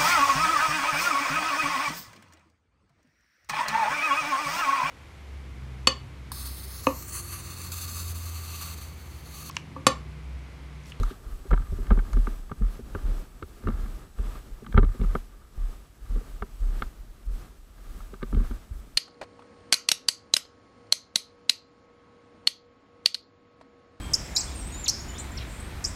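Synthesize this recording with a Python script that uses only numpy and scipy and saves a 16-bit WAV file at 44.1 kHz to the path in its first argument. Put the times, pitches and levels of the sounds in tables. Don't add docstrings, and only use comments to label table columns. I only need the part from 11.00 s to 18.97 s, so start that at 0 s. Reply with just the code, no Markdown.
import sys
import numpy as np
from scipy import signal
from scipy.fft import rfft, irfft, next_fast_len
from scipy.io import wavfile
from scipy.ndimage import uniform_filter1d, map_coordinates

SR = 44100
rng = np.random.default_rng(int(sys.argv[2]) if len(sys.argv) > 2 else 0)


def dump(signal):
    limited = np.clip(np.atleast_2d(signal).T, -1, 1)
    pcm = np.round(limited * 32767).astype(np.int16)
    wavfile.write(sys.argv[1], SR, pcm)


def rack_gain(trim_db):
    fader = np.asarray(trim_db, float)
    return 10 ** (fader / 20)


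N = 351477
STEP_S = 0.002

# (time [s], main mode peak [dB], then relative to it:
# lower modes [dB], upper modes [dB], bright modes [dB])
KNOCKS = [(0.032, -27, -12, -14, -13), (0.507, -35.5, -2, -6, -16), (0.512, -23, -9, -15, -17),
          (0.53, -32.5, 2, 3.5, -1.5), (0.537, -29, -1, -4, -9), (0.561, -49, -6, 0, 2),
          (0.575, -32, -8, -7, -15), (0.867, -48, -13, 5, 2), (0.906, -22.5, -7.5, -11, -15),
          (0.918, -31, -1, -13, -7), (0.972, -35, -6, -11, -17), (0.99, -41.5, 5, 7.5, 0),
          (1.131, -35, -6, -4, -7), (1.27, -26.5, -8, -12, -15), (1.515, -30, -7, -11, -16),
          (1.949, -31, -9, -2, -22), (2.425, -31.5, -22, -7, -8), (2.671, -25.5, -25, -7, -14.5),
          (2.684, -31.5, -6, -16, -9), (3.664, -38, -9, -4, -5), (3.725, -49, 3, 10, 9),
          (3.743, -34, -4, -4, -21), (3.765, -32, 3, -12, -11), (3.776, -13, -9, -10.5, -8.5),
          (3.781, -28, -5, -10, -3.5), (3.789, -38, 6, -7, -5), (3.83, -30.5, -7, -8, -13),
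          (3.846, -41, -5, -12, -1), (4.013, -43, -2, -17, 4.5), (4.044, -38, -13, -27, -8),
          (4.152, -21.5, -7, -9, -13), (5.422, -27.5, -4, -7.5, -10), (5.821, -21.5, -12, -8.5, -5.5),
          (7.004, -40.5, -8, -19, -12), (7.138, -40.5, -10, -6, -7.5), (7.228, -33.5, -16, -2.5, 0.5),
          (7.326, -37.5, -2, -10, -14), (7.346, -41, -4, -9, 1.5), (7.403, -44, -11, -16, -3),
          (7.51, -40, -5, -6.5, -9)]
# (frequency [Hz], bandwidth [Hz], level [dB])
SHELL = [(1190.4, 80, 2.5), (1358, 87, -2.5)]


def unit(x):
    return x / np.sqrt(np.mean(x ** 2) + 1e-20)


def wobble(rate):
    knots = rng.standard_normal(int(N * rate / SR) + 4)
    return map_coordinates(knots, [np.arange(N) * rate / SR])


def filtered(x, response):
    m = next_fast_len(N + SR // 2)
    return irfft(rfft(x, m) * response(np.fft.rfftfreq(m, 1 / SR)), m)[:N]


def coloured(x, points):
    f, db = np.transpose(points)
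    return unit(filtered(x, lambda hz: rack_gain(np.interp(np.log(hz + 1), np.log(f), db))))


def ring(x, modes):
    def response(f):
        total = 0
        for k, (centre, width, db) in enumerate(modes):
            damping = 1j * f * width
            total = total + (-1) ** k * rack_gain(db) * damping / (centre ** 2 - f ** 2 + damping)
        return total
    return filtered(x, response)


def low_pass(x, hz):
    return filtered(x, lambda f: 1 / (1 + 1.3j * f / hz - (f / hz) ** 2) ** 2)


def gritty(per_second, spread_db, share):
    hit, size, sign = rng.random((3, N))
    heights = rack_gain(-spread_db * np.log(size + 0.026))
    grains = (hit < per_second / SR) * heights * np.sign(sign - 0.5)
    return np.sqrt(share) * unit(grains) + np.sqrt(1 - share) * rng.standard_normal(N)


def contacts(rows, ms, rough, hz, width=0.14):
    force = np.zeros((len(hz), N + SR))
    u = np.arange(SR // 20) / SR / (ms / 1000)
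    near = np.abs(np.fft.rfftfreq(len(u), 1 / SR) / np.array(hz)[:, None] - 1) < width
    for s, db, *colours_db in rows:
        push = np.sqrt(u) * np.exp(-u) * rng.standard_normal(len(u))
        push[8] += np.linalg.norm(push) / rough
        strength = np.sqrt(near @ np.abs(rfft(push)) ** 2 / near.sum(1))
        gain = rack_gain(db + np.array([0, *colours_db])) / strength
        force[:, round(s * SR):][:, :len(u)] += push * gain[:, None]
    return force[:, :N]


def summed_db(rows_db, rest_db):
    return 10 * np.log10(sum(rack_gain(2 * db) for db in rows_db) + rack_gain(2 * rest_db))


def bell_db(offset):
    return -10 / np.log(10) * np.minimum(offset ** 2, 50)


def per_sample(slow):
    return np.interp(np.arange(N) / SR, np.arange(len(slow)) * STEP_S, slow)


def strides(rub_share=0):
    # (time [s], strength [dB], rise [s], fall [s], rubbing above the usual [dB])
    stride_rows = [(0.032, -58.5, 0.063, 0.096, -7.5), (0.5, -67, 0.59, 0.52, 1),
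                   (0.87, -65, 0.36, 0.54, 1.5), (1.288, -60.5, 0.18, 0.09, -4),
                   (1.753, -63, 0.13, 0.051, -1), (2.141, -61.5, 0.24, 0.11, 0.5),
                   (2.8, -79.5, 0.15, 0.026, 13), (2.939, -62.5, 0.39, 0.087, 0.5),
                   (3.302, -60, 0.11, 0.14, -1), (3.768, -67.5, 0.2, 0.025, 1.5),
                   (4.136, -61, 0.21, 0.093, -3), (4.705, -63, 0.1, 0.098, -2),
                   (5.141, -63, 0.076, 0.23, -0.5), (5.68, -63, 0.13, 0.2, -6.5),
                   (5.804, -61.5, 0.082, 0.08, 2), (6.401, -62.5, 0.083, 0.077, -1.5),
                   (6.955, -63.5, 0.12, 0.17, -3.5), (7.439, -71, 0.21, 0.021, 5.5),
                   (7.537, -62.5, 0.25, 0.084, -0.5), (7.819, -71.5, 0.11, 0.11, 3)]
    still_db, usual_db = -68, -63
    t = np.arange(0, N / SR, STEP_S)
    rows_db = []
    for s, db, rise, fall, rub_db in stride_rows:
        bell = bell_db((t - s) / np.where(t < s, rise, fall))
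        rows_db.append(db + rub_share * rub_db + bell)
    return summed_db(rows_db, still_db) - usual_db


def jolts():
    # (time [s], peak [dB], hold [s], decay [dB/s], shudder relative to it [dB])
    jolt_rows = [(0.003, -22, 0.064, 333, -27), (0.27, -32.5, 0.045, 99, -11.5),
                 (0.528, -9.5, 0.001, 261, -16.5), (0.597, -22, 0.024, 539, -6),
                 (0.704, -30.5, 0.12, 602.5, -10), (0.923, -8.5, 0.0011, 523, -25),
                 (0.964, -18.5, 0.011, 153, -11.5), (1.146, -17, 0.048, 121, -12.5),
                 (1.621, -16.5, 0.02, 213, -14.5), (1.805, -38.5, 0.24, 598, -11),
                 (2.055, -21, 0.053, 183, -15.5), (2.662, -26.5, 0.074, 64.5, -5.5),
                 (3.202, -21.5, 0.0016, 88.5, -20.5), (3.758, -13.5, 0.073, 163, -8),
                 (4.01, -21, 0.084, 196, -12.5), (4.581, -27, 0.11, 344, -32),
                 (5.105, -23.5, 0.068, 290, -17), (5.299, -38, 0.004, 49, -18),
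                 (5.623, -21, 0.068, 115, -19), (6.275, -27, 0.025, 129, -16), (6.861, -38, 0.13, 26, -11),
                 (7.334, -22, 0.055, 174, -9.5), (7.524, -26, 0.0032, 430, -16.5),
                 (7.731, -39, 0.071, 601, -12)]
    # (time [s], peak [dB])
    stirs = [(.2, -39.5), (2.47, -42), (2.93, -37.5), (3.52, -38), (4.341, -43.5), (4.42, -43),
             (4.616, -27.5), (5.03, -34.5), (5.54, -41), (5.98, -40), (6.1, -45.5), (6.381, -35.5),
             (6.77, -45), (6.81, -40), (2.32, -42.5), (2.56, -40.5), (7.37, -19), (7.87, -46), (7.95, -40)]
    rise_db_s, shudder_faster_db_s = 639, 47
    t = np.arange(0, N / SR, STEP_S)
    swing, shudder = [], []
    for s, db, hold, dying, shudder_db in jolt_rows + [(s, db, 0.023, 305, -16.5) for s, db in stirs]:
        rise_db = db + rise_db_s * np.minimum(t - s, 0)
        swing.append(rise_db - dying * np.maximum(t - s - hold, 0))
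        shudder.append(swing[-1] + shudder_db - shudder_faster_db_s * np.maximum(t - s, 0))
    rest_db = -49 + strides()
    return summed_db(swing, rest_db), summed_db(shudder, rest_db - 7)


def mount():
    # (frequency [Hz], level [dB per Hz])
    sway_spectrum = [(15, -27), (26, 2.5), (37, -2), (50, -0.5), (65, -28), (120, -55.5)]
    shudder_spectrum = [(35, -33), (52, 6.5), (75, 2), (100, -3.5), (130, -15), (200, -79)]
    db, shudder_db = map(per_sample, jolts())
    loading = uniform_filter1d(np.clip(np.gradient(db) * SR / 300, 0, 1.5), size=1500)
    pitch_hz = 36.5 + 7 * loading + 1.53 * wobble(5)
    phase = 2 * np.pi * np.cumsum(pitch_hz) / SR
    swing = np.sqrt(2) * rack_gain(1.5 * wobble(25)) * np.cos(phase - 1)
    loose = np.clip((-28 - db) / 14, 0, 0.7)
    sway = coloured(rng.standard_normal(N), sway_spectrum)
    shudder = rack_gain(shudder_db + 3) * coloured(rng.standard_normal(N), shudder_spectrum)
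    level = rack_gain(db + 5 * loose * wobble(8.7))
    return level * (np.sqrt(1 - loose) * swing + np.sqrt(loose) * sway) + shudder


def nudges():
    # (time [s], peak [dB], pitch [Hz])
    nudge_rows = [(0.696, -34, 57.6), (0.722, -24, 72.5), (1.948, -29, 86), (2.428, -36, 81.2),
                  (2.832, -31.5, 57.5), (5.414, -30.5, 56.8), (7.71, -29.5, 67.3), (.001, -27, 88),
                  (1.508, -39, 86.5), (3.75, -17, 58), (3.78, -15.5, 75.4), (4.149, -33, 84),
                  (7.36, -23, 67.4), (2.664, -35, 75.5)]
    out = np.zeros(N + SR)
    t = np.arange(SR // 5) / SR
    onset = 1 - np.exp(-t / 0.0029)
    for s, db, hz in nudge_rows:
        decay = rack_gain(db + 7 - 60 * t / 0.1)
        out[round(s * SR):][:len(t)] += decay * onset * np.sin(2 * np.pi * hz * t)
    return out[:N]


def chatter(count=2):
    level_db, spread_db, fades_db_s = -31.5, 7.5, 153
    late = rng.exponential(0.025, (len(KNOCKS), count)) + 0.004
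    size = rng.standard_normal((len(KNOCKS), count))
    rows = []
    for (s, db, *colours_db), lags, sizes in zip(KNOCKS, late, size):
        for lag, g in zip(lags, sizes):
            rows.append((s + lag, db + level_db + spread_db * g - fades_db_s * lag, *colours_db))
    return rows


def shell_knocks():
    # (time [s], peak [dB])
    ticks = [(.106, -47), (0.521, -48), (0.542, -49), (.595, -46), (0.602, -50), (0.62, -44), (.873, -54),
             (.904, -30), (0.929, -43), (.955, -49), (0.995, -39), (1.168, -38), (1.495, -44), (1.62, -44),
             (1.954, -37.5), (1.987, -45), (2.636, -47), (2.65, -50), (2.701, -39), (2.715, -47),
             (2.739, -48), (2.755, -47), (2.775, -46), (2.795, -45), (2.81, -53), (2.842, -48),
             (2.859, -44), (2.881, -56), (2.92, -53), (3.186, -47), (3.645, -48), (3.722, -48), (3.77, -40),
             (3.796, -47), (3.81, -48), (3.835, -47), (3.947, -52), (3.997, -46), (4.007, -50),
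             (4.036, -41), (4.093, -47), (4.102, -49), (4.16, -39), (5.16, -50), (7.209, -51),
             (7.219, -41.5), (7.363, -50), (7.37, -50), (7.38, -48), (7.396, -45), (7.542, -53)]
    # (lower, upper, bright modes relative to the main [dB])
    tick_colour_db = (-7, -5, -10.5)
    # (frequency [Hz], bandwidth [Hz], level [dB])
    lower_modes = [(660, 430, -8), (846, 130, -1), (986, 29, -4)]
    upper_modes = [(1543, 78, -1), (1802, 64, -11.5)]
    bright_modes = [(1960, 58, -13), (2162, 110, -0.5), (2804, 153, -4), (3170, 210, -7.5),
                    (3550, 130, -8.5), (3850, 140, -9), (4380, 170, -13), (5040, 550, -29)]
    rows = KNOCKS + [(s, db, *tick_colour_db) for s, db in ticks] + chatter()
    force, lower, upper, bright = contacts(rows, ms=1.39, rough=1.02, hz=[1260, 860, 1580, 2280])
    main = ring(rack_gain(39) * ring(force, SHELL), [(1320, 890, 0)])
    body = main + rack_gain(40) * ring(lower, lower_modes) + rack_gain(42.5) * ring(upper, upper_modes)
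    return low_pass(body, hz=2730) + low_pass(rack_gain(31.5) * ring(bright, bright_modes), hz=5050)


def case_bumps():
    # (time [s], middle mode peak [dB], then relative to it: low [dB], upper [dB])
    bumps = [(0.004, -31.5, -0.5, 1), (0.106, -39, -10, 4), (0.451, -47.5, -12, 9), (0.511, -30, -3, 4.5),
             (0.525, -23.5, 0, -0.5), (0.592, -41, -3, -19), (0.721, -36.5, 0, 0), (0.734, -42, -12, -20),
             (0.783, -34.5, -10, -0.5), (0.906, -19.5, -6, -4), (0.917, -30, -3, 3), (0.972, -28, -3, -3.5),
             (1.164, -25.5, -15, -7.5), (1.271, -32, -15, 1), (1.51, -34, 0.5, -1), (1.61, -36.5, 3, -1),
             (1.789, -37.5, -6, 3.5), (1.947, -37, -2, 10), (2.085, -46, 4, -4), (2.421, -48, 3.5, 16.5),
             (2.636, -37, -7, -2), (2.667, -28.5, -1.5, 2), (2.681, -24, -4.5, -1), (2.851, -38, -10, -17),
             (3.187, -41, -8, 3), (3.245, -49, 10, -14), (3.62, -41, -5, 2.5), (3.66, -40, -4, -10),
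             (3.684, -42, 2, -14), (3.74, -32, 1, 2), (3.773, -17.5, 1, 0), (3.783, -31.5, -6, 10.5),
             (3.825, -26, -3, -0.5), (3.944, -43, -7, 6), (3.993, -30.5, -1, -12), (4.01, -26.5, -7, -2.5),
             (4.035, -38, 8.5, 2), (4.148, -30, 2, 8), (5.106, -42, 2, -19), (5.159, -35.5, -5, 1.5),
             (5.208, -53, 1, 14), (5.419, -37, -1, 6), (5.816, -36, -0.5, 2.5), (7.13, -39.5, -12, 3),
             (7.224, -30.5, -3, 4), (7.324, -28, -0.5, -5), (7.342, -27, -10, -16), (7.367, -32, 3, 2),
             (7.401, -30, -17, -10), (7.504, -33, -12, -4)]
    # (frequency [Hz], bandwidth [Hz], level [dB])
    low_modes = [(142, 43, 0.0062)]
    middle_modes = [(182, 47, -6.5), (232.6, 32.4, 1.5), (307, 46, -10)]
    upper_modes = [(385.5, 52, 5), (519, 170, -10.5)]
    force = contacts(bumps, ms=4.5, rough=1.09, hz=[215, 135, 430], width=0.22)
    middle, low, upper = np.roll(force, SR // 500, axis=1)
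    thud = rack_gain(49.5) * (ring(middle, middle_modes) + ring(low, low_modes))
    return low_pass(thud, hz=394) + low_pass(rack_gain(41) * ring(upper, upper_modes), hz=676)


def twigs():
    # (time [s], peak [dB])
    snaps = [
        (0.0318, -31.5),
        (0.0474, -46),
        (0.5077, -42),
        (1.1308, -35),
    ]
    # (time [s], level [dB])
    sweep = [
        (0, -47),
        (.04, -82),
        (.07, -65),
        (.11, -57),
        (.14, -70),
        (.2, -92),
    ]
    # (frequency [Hz], level [dB per Hz])
    leaf_spectrum = [(1200, -27.5), (2200, -1), (3700, 10), (6500, -16), (11000, -17), (14000, -26)]
    force = contacts(snaps, ms=2.2, rough=4.5, hz=[6060])[0]
    cracks = rack_gain(16) * ring(force, [(3870, 1200, -0.5), (6450, 1100, 2.5), (10800, 1200, -4)])
    sweep_db = np.interp(np.arange(N) / SR, *np.transpose(sweep))
    leaves = coloured(gritty(410, 2.7, 0.4), leaf_spectrum)
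    return cracks + rack_gain(sweep_db + 2 * wobble(82)) * leaves


def drags():
    # (time [s], level [dB], half length [s])
    drag_rows = [(0.085, -48.5, 0.06), (.33, -57, 0.082), (0.645, -51, 0.046), (0.79, -51.5, 0.062),
                 (0.956, -53, 0.036), (1.07, -57, 0.056), (1.215, -61, 0.068), (1.328, -56, 0.047),
                 (1.66, -54, 0.043), (2.005, -57, .05), (2.46, -60, 0.021), (2.57, -61, 0.015),
                 (2.624, -56, .03), (2.76, -50, 0.067), (2.92, -57.5, .06), (3.3, -59, .1),
                 (3.953, -56, 0.036), (4.1, -53, .05), (4.42, -59.5, 0.089), (4.702, -71, 0.089),
                 (5.163, -56, 0.079), (5.763, -58, .05), (6.902, -61, 0.13), (7.279, -64, .04),
                 (7.376, -53, 0.036), (7.448, -53, .04), (7.533, -56, 0.026), (7.83, -64, 0.052)]
    t = np.arange(0, N / SR, STEP_S)
    return [db + bell_db((t - s) / half) for s, db, half in drag_rows]


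def cloth_rub(clumps):
    # (frequency [Hz], level [dB per Hz])
    rub_spectrum = [(60, -30), (110, 2.5), (220, 0.5), (320, -3), (410, -5), (600, -12), (900, -20.5),
                    (1500, -51)]
    rub_db = summed_db([jolts()[0] - 35], -57 + 1.5 * strides(rub_share=1))
    level = rack_gain(per_sample(rub_db) + 4 + 0.95 * wobble(18) + 1.6 * clumps)
    return level * coloured(gritty(60, 1.1, 0.14), rub_spectrum)


def litter(clumps):
    # (frequency [Hz], level [dB per Hz])
    litter_spectrum = [(300, -53), (600, -3), (1050, -5.5), (1220, -0.5), (1400, -6), (1600, -6.5),
                       (1900, -11.5), (2400, -14), (3500, -16), (6000, -25.5), (9000, -55)]
    litter_db = -61.5 + 1.6 * strides(rub_share=0.2)
    rattle_db = -64 + 0.67 * (jolts()[0] + 23.5)
    striking_db = [rattle_db - litter_db] + [db - litter_db - 6 for db in drags()]
    taps_db = per_sample(summed_db(striking_db, -8))
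    crunch = coloured(gritty(600, 3.4, 0.11), litter_spectrum)
    taps = unit(ring(gritty(300, 6.4, 0.43), SHELL + [(1590, 165, -5.5), (2150, 200, -18)]))
    level = rack_gain(per_sample(litter_db) + 1 + 1.43 * clumps + 1.1 * wobble(50))
    return level * (crunch + rack_gain(taps_db) * taps)


def amplifier_noise(clumps):
    # (frequency [Hz], level [dB per Hz])
    hiss_spectrum = [(1000, 1), (2500, -1.5), (6000, -4), (8400, -5), (14000, -7), (14900, -7),
                     (15500, -27), (15800, -65)]
    # (frequency [Hz], level [dB rms])
    whine_tones = [(7721, -82), (7781, -83.5), (7842, -94), (7902, -78), (7933, -82), (7963, -79.5),
                   (8024, -100)]
    t = np.arange(N) / SR
    whine = np.zeros(N)
    for hz, db in whine_tones:
        level = rack_gain(db + 60 + 4.9 * wobble(3.6))
        whine += level * np.sin(2 * np.pi * hz * t + 0.6 * wobble(3.6))
    hiss = rack_gain(0.45 * clumps) * coloured(rng.standard_normal(N), hiss_spectrum)
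    return rack_gain(per_sample(-60 + 0.96 * strides())) * (hiss + whine)


def scene():
    clumps = wobble(22)
    handling = mount() + nudges() + shell_knocks() + case_bumps()
    brush = twigs() + cloth_rub(clumps) + litter(clumps)
    return (handling + brush + amplifier_noise(clumps))[None]


def band_limit(x):
    return signal.sosfilt(signal.butter(12, 15700, fs=SR, output="sos"), x)


def record(dry):
    low_hz, top_hz = 12, 15650
    wet = filtered(dry[0], lambda f: 1j * f / (low_hz + 1j * f) * (f < top_hz))[None]
    return band_limit(wet)


dry = scene()
out = record(dry)
dump(out)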